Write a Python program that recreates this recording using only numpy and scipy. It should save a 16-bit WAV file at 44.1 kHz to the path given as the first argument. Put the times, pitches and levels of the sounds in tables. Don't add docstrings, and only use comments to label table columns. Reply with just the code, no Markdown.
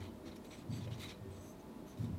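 import sys
import numpy as np
from scipy import signal
from scipy.fft import rfft, irfft
from scipy.io import wavfile
from scipy.ndimage import uniform_filter1d

SR = 44100
rng = np.random.default_rng(int(sys.argv[2]) if len(sys.argv) > 2 else 0)


def waveform_to_disk(signal):
    frames = np.transpose(np.atleast_2d(signal))
    scaled = np.clip(frames, -1, 1) * 32767
    samples = np.round(scaled).astype(np.int16)
    wavfile.write(sys.argv[1], SR, samples)


def magnitude_from_level(level_db):
    exponent = np.asarray(level_db, float) / 20
    return 10 ** exponent


N = 96490
HALF = SR // 2


def rms_one(x):
    return x / np.sqrt(np.mean(x ** 2) + 1e-20)


def colour(x, points, tilt_db=0.):
    hz = np.maximum(np.arange(len(x) // 2 + 1) * SR / len(x), 1)
    table = np.array(points)
    db = np.interp(np.log(hz), np.log(table[:, 0]), table[:, 1], left=-90, right=-90)
    db = db + tilt_db * np.log2(hz / 4000)
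    return rms_one(irfft(rfft(x) * magnitude_from_level(db), len(x)))


def resonate(x, hz, width_hz):
    r = np.exp(-np.pi * width_hz / SR)
    return rms_one(signal.lfilter([1, 0, -1], [1, -2 * r * np.cos(2 * np.pi * hz / SR), r * r], x))


def envelope(length, attack, release):
    t = np.arange(HALF) / SR
    return np.clip(t / attack, 0, 1) * np.exp(-np.maximum(t - length, 0) / release)


def swell(length, edge):
    t = np.arange(HALF) / SR
    edge_s = edge * length + 0.0017
    nearest_end = np.minimum(t, length + edge_s - t)
    return np.sin(np.pi / 2 * np.clip(nearest_end / edge_s, 0, 1)) ** 2


def flicker():
    return magnitude_from_level(1.2 * rms_one(uniform_filter1d(rng.standard_normal(HALF), size=700)))


def grains():
    grains_per_s, spread_db = 7000, 2.5
    size = magnitude_from_level(spread_db * np.minimum(rng.exponential(1, HALF), 5)) * rng.choice([-1, 1], HALF)
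    clump = rms_one(uniform_filter1d(rng.standard_normal(HALF), size=300))
    hits = rng.random(HALF) < grains_per_s / SR
    return size * hits * magnitude_from_level(0.5 * clump)


def add(out, s, x):
    i = int(max(s, 0) * SR)
    out[i:i + len(x)] += x


# t/s, length/s, level/dB, brightness/(dB per octave)
GUSTS = [(0.0, 0.065, -57.5, -7), (0.251, 0.04, -57.5, -6.5), (0.31, 0.026, -62.5, -10),
         (0.356, 0.01, -58.5, -1.5), (0.438, 0.033, -61.5, -2), (0.501, 0.055, -57.5, -5.5),
         (0.566, 0.055, -62, -5.5), (0.711, 0.083, -59, -4.5), (0.801, 0.059, -61, -4.5),
         (0.872, 0.01, -59.5, -12), (0.902, 0.06, -59.5, -5.5), (0.97, 0.026, -58.5, -5),
         (0.994, 0.052, -50, -4), (1.05, 0.03, -56, -4.5), (1.079, 0.043, -53.5, -6),
         (1.127, 0.052, -67.5, -8.5), (1.301, 0.08, -66.5, -5), (1.409, 0.075, -68, -7),
         (1.861, 0.078, -66.5, -6), (1.969, 0.065, -65.5, 3), (2.04, 0.011, -61, 0)]
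# f/Hz, level per Hz/dB
POWDER = [(530, -15), (900, -7), (1670, -8), (2100, -21.5), (2790, -0.5), (3580, 3.5), (16000, -7.5)]
# f/Hz, width/Hz, level/dB
MESH = [(1080, 1160, -17.5), (2140, 400, -2), (2500, 73, -6.5), (3020, 155, -3.5), (3530, 480, -9),
        (3826, 177, 2.5), (4180, 840, -9.5), (5500, 630, 1.5)]


def powder():
    mesh_db, vary_db = 1, .7
    out = np.zeros(N + SR)
    for s, length, db, tilt_db in GUSTS:
        gust = grains()
        vary = rng.standard_normal(len(MESH))
        mesh = 0
        for k, (hz, width, level) in enumerate(MESH):
            gain = magnitude_from_level(level + vary_db * vary[k] + tilt_db * np.log2(hz / 4000))
            mesh = mesh + gain * resonate(gust, hz, width) * (-1) ** k * flicker()
        hiss = colour(gust, POWDER, tilt_db) * swell(length, 0.18)
        ring = magnitude_from_level(mesh_db) * rms_one(mesh) * envelope(length, attack=.005, release=.014)
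        add(out, s, magnitude_from_level(db - 5) * (hiss + ring))
    return out[:N]


def singing(rows):
    boost_db, evenness = 6, .25
    out = np.zeros(N + SR)
    for s, length, db, hz, width in rows:
        ring = resonate(resonate(grains(), hz, width), hz, 2.0 * width)
        ring = ring / (uniform_filter1d(ring ** 2, size=500) + .05) ** evenness
        shape = swell(length, 0.24)
        steady = np.sqrt(np.sum(shape ** 2) / np.sum((ring * shape) ** 2))
        add(out, s, magnitude_from_level(db + boost_db) * ring * shape * steady)
    return out[:N]


# t/s, length/s, level/dB, f/Hz, width/Hz
WIRES = [(.02, 0.088, -80, 3040, 200), (.252, 0.049, -79, 5600, 500), (.27, 0.015, -70, 3670, 400),
         (.312, .01, -68, 4000, 250), (.507, 0.0057, -66, 3870, 300), (.512, .035, -73, 5850, 199),
         (.515, .035, -74, 3370, 300), (.692, .095, -71.5, 4600, 120), (.722, 0.02, -69.5, 3800, 300),
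         (.75, .025, -77, 11600, 400), (.803, 0.044, -69.5, 3570, 700), (.908, 0.031, -67.5, 3070, 400),
         (.93, 0.016, -72, 5720, 400), (1.003, 0.039, -69, 2180, 500), (1.022, 0.034, -67.5, 1170, 150),
         (1.032, 0.033, -61, 3890, 160), (1.08, 0.015, -63.5, 3750, 250), (1.097, 0.014, -64.5, 3350, 303),
         (1.128, 0.018, -72, 3900, 300), (2.04, .008, -69.5, 3620, 250)]


def wires():
    return singing(WIRES)


# t/s, length/s, level/dB, second ring level/dB, low ring level/dB
SLIDES = [
    (0.424, 0.15, -79, 6, -20),
    (0.688, 0.088, -71, 2, -14),
    (1.3, 0.13, -76, 2, -30),
    (1.386, 0.12, -71, -3, -17),
    (1.587, 0.024, -73, -12, -25),
    (1.69, .05, -87, -10, -20),
    (1.856, 0.063, -70, -9, -20),
]
# f/Hz, width/Hz
RIM = [(6180, 330), (7920, 400), (4570, 70)]
# f/Hz, width/Hz, level/dB
RIM_HIGH = [(6500, 230, -6.5), (10600, 500, -16), (11500, 600, -16), (13100, 500, -18)]


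def rim():
    vary_db = 2.0
    out = np.zeros(N + SR)
    for s, length, db, second_db, low_db in SLIDES:
        rub = grains()
        vary = rng.standard_normal(len(RIM_HIGH))
        rings = 0
        for (hz, width), level in zip(RIM, (0, second_db, low_db)):
            rings = rings + magnitude_from_level(level) * resonate(resonate(rub, hz, width), hz, 2.7 * width) * flicker()
        for (hz, width, level), v in zip(RIM_HIGH, vary):
            rings = rings + magnitude_from_level(level + vary_db * v) * resonate(rub, hz, width) * flicker()
        add(out, s, magnitude_from_level(db) * rings * swell(length, 0.48))
    return out[:N]


# t/s, level/dB, favoured f/Hz, length of push/s
THUMPS = [(0.0, -45, 95, 0.019), (0.061, -56.5, 222, 0.11), (0.251, -52.5, 224, 0.022),
          (0.255, -54, 96, 0.019), (.37, -50.5, 228, 0.011), (0.579, -55, 221, 0.12),
          (0.684, -41.5, 107.6, 0.056), (.695, -49, 233, 0.065), (.705, -45, 153, 0.026),
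          (0.78, -42.5, 196, 0.0072), (0.811, -42.5, 106.8, 0.11), (.869, -53, 510, 0.016),
          (0.901, -50.5, 135, 0.04), (.98, -51, 91, 0.069), (1.207, -47.5, 108, 0.019),
          (1.274, -50.5, 89, 0.049), (1.369, -54.5, 91, 0.03), (1.69, -57, 241, 0.072),
          (1.986, -39, 108, 0.055), (1.99, -53, 250, 0.037), (1.995, -43, 158, 0.047),
          (2.03, -43, 230, 0.0095), (2.045, -58, 139, 0.015), (2.081, -54, 79, 0.049),
          (2.086, -46, 178, 0.056), (2.118, -54.5, 231, .06), (2.122, -40.5, 97, 0.033)]
# f/Hz, time to fall by 60 dB/s
BOARDS = [(75, 0.34), (92, 0.5), (114, 0.4), (142, 0.51), (165, 0.1), (195, 0.089), (232, 0.32),
          (265, 0.32), (500, 0.038), (590, 0.088)]


def thumps():
    focus_db = 140
    out = np.zeros(N + SR)
    t = np.arange(HALF) / SR
    for s, db, focus_hz, length in THUMPS:
        draw = rng.random((len(BOARDS), 2))
        boards = 0
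        for k, (hz, t60) in enumerate(BOARDS):
            detune, start = draw[k]
            gain = magnitude_from_level(-focus_db * np.log2(hz / focus_hz) ** 2)
            cycles = hz * (1 + 0.015 * (detune - .5)) * t + 0.072 * start
            mode = gain * (-1) ** k * np.sin(2 * np.pi * cycles)
            boards = boards + mode * envelope(length, 0.0049, t60 / np.log(1000))
        rough = resonate(rng.standard_normal(HALF), 1.42 * focus_hz, 0.17 * focus_hz)
        rough = rough * envelope(length, 0.0024, 0.065)
        add(out, s, magnitude_from_level(db + 1.5) * (boards + magnitude_from_level(-15) * rough))
    return out[:N]


# t/s, length/s, level/dB, f/Hz, width/Hz
MORE_RINGS = [(.04, 0.052, -79, 3980, 400), (.325, 0.033, -78, 3680, 300), (.361, 0.0059, -73, 12000, 2500),
              (.361, 0.0057, -69.5, 2200, 500), (.522, .018, -66.5, 2270, 400), (.825, 0.027, -77, 5660, 500),
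              (.84, 0.016, -74, 3470, 900), (.871, 0.0062, -69, 2840, 500), (.915, 0.027, -69, 3810, 400),
              (.998, 0.035, -70, 3840, 300), (.998, 0.029, -74, 13100, 4000), (1.01, 0.019, -74, 9200, 1200),
              (1.098, 0.023, -69.5, 4020, 300), (1.098, 0.026, -70, 2160, 400), (1.3, 0.036, -79, 8060, 400),
              (1.4, .11, -82, 13100, 900), (1.47, 0.051, -85, 11600, 500), (1.41, .1, -84, 10600, 500),
              (1.862, 0.032, -80, 11600, 500), (1.872, 0.04, -84, 10300, 400), (1.97, .008, -75, 3870, 300),
              (1.997, .005, -76, 4150, 251), (2.04, .006, -80, 7700, 500), (.45, .008, -75, 12000, 2500),
              (.725, 0.023, -74, 7840, 200), (2.05, 0.013, -76, 3640, 250), (1.022, 0.011, -65, 3620, 200),
              (1.085, 0.028, -68.5, 5200, 900), (1.04, .012, -77, 12500, 3000),
              (1.085, 0.0088, -78.5, 10600, 500), (.871, 0.0024, -73, 1100, 900), (1.03, 0.036, -68, 2100, 200)]


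def more_rings():
    return singing(MORE_RINGS)


# f/Hz, level per Hz/dB
AIR = [(12, -53), (20, -25), (60, -12.5), (75, -13), (102, -14), (198, -8), (233, -7), (455, -17.5),
       (905, -25), (1030, -25), (1500, -35.5), (1950, -45.5), (3300, -120)]
# f/Hz, level per Hz/dB
HISS = [(880, -8), (1500, -6.5), (3090, -10), (3830, -9.5), (5780, -16), (6250, -15.5), (16000, -18)]
# f/Hz, level/dB
HUM = [(328.5, -65.5), (383.7, -64), (615.4, -69), (661, -75), (864, -73), (990.5, -76.5), (1823, -83),
       (495.3, -71)]


def room_tone():
    air_db, hiss_db, hum_width_hz = -53.5, -69, 5.3
    air = magnitude_from_level(air_db) * colour(rng.standard_normal(N), AIR)
    hiss = magnitude_from_level(hiss_db) * colour(rng.standard_normal(N), HISS)
    hum = sum(magnitude_from_level(db) * resonate(rng.standard_normal(N), hz, hum_width_hz) for hz, db in HUM)
    return air + hiss + hum


def scene():
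    return (powder() + wires() + rim() + thumps() + more_rings() + room_tone())[None]


def roll_off(x):
    return signal.sosfilt(signal.butter(12, 15690, fs=SR, output="sos"), x)


def record(dry):
    return roll_off(dry)


dry = scene()
out = record(dry)
waveform_to_disk(out)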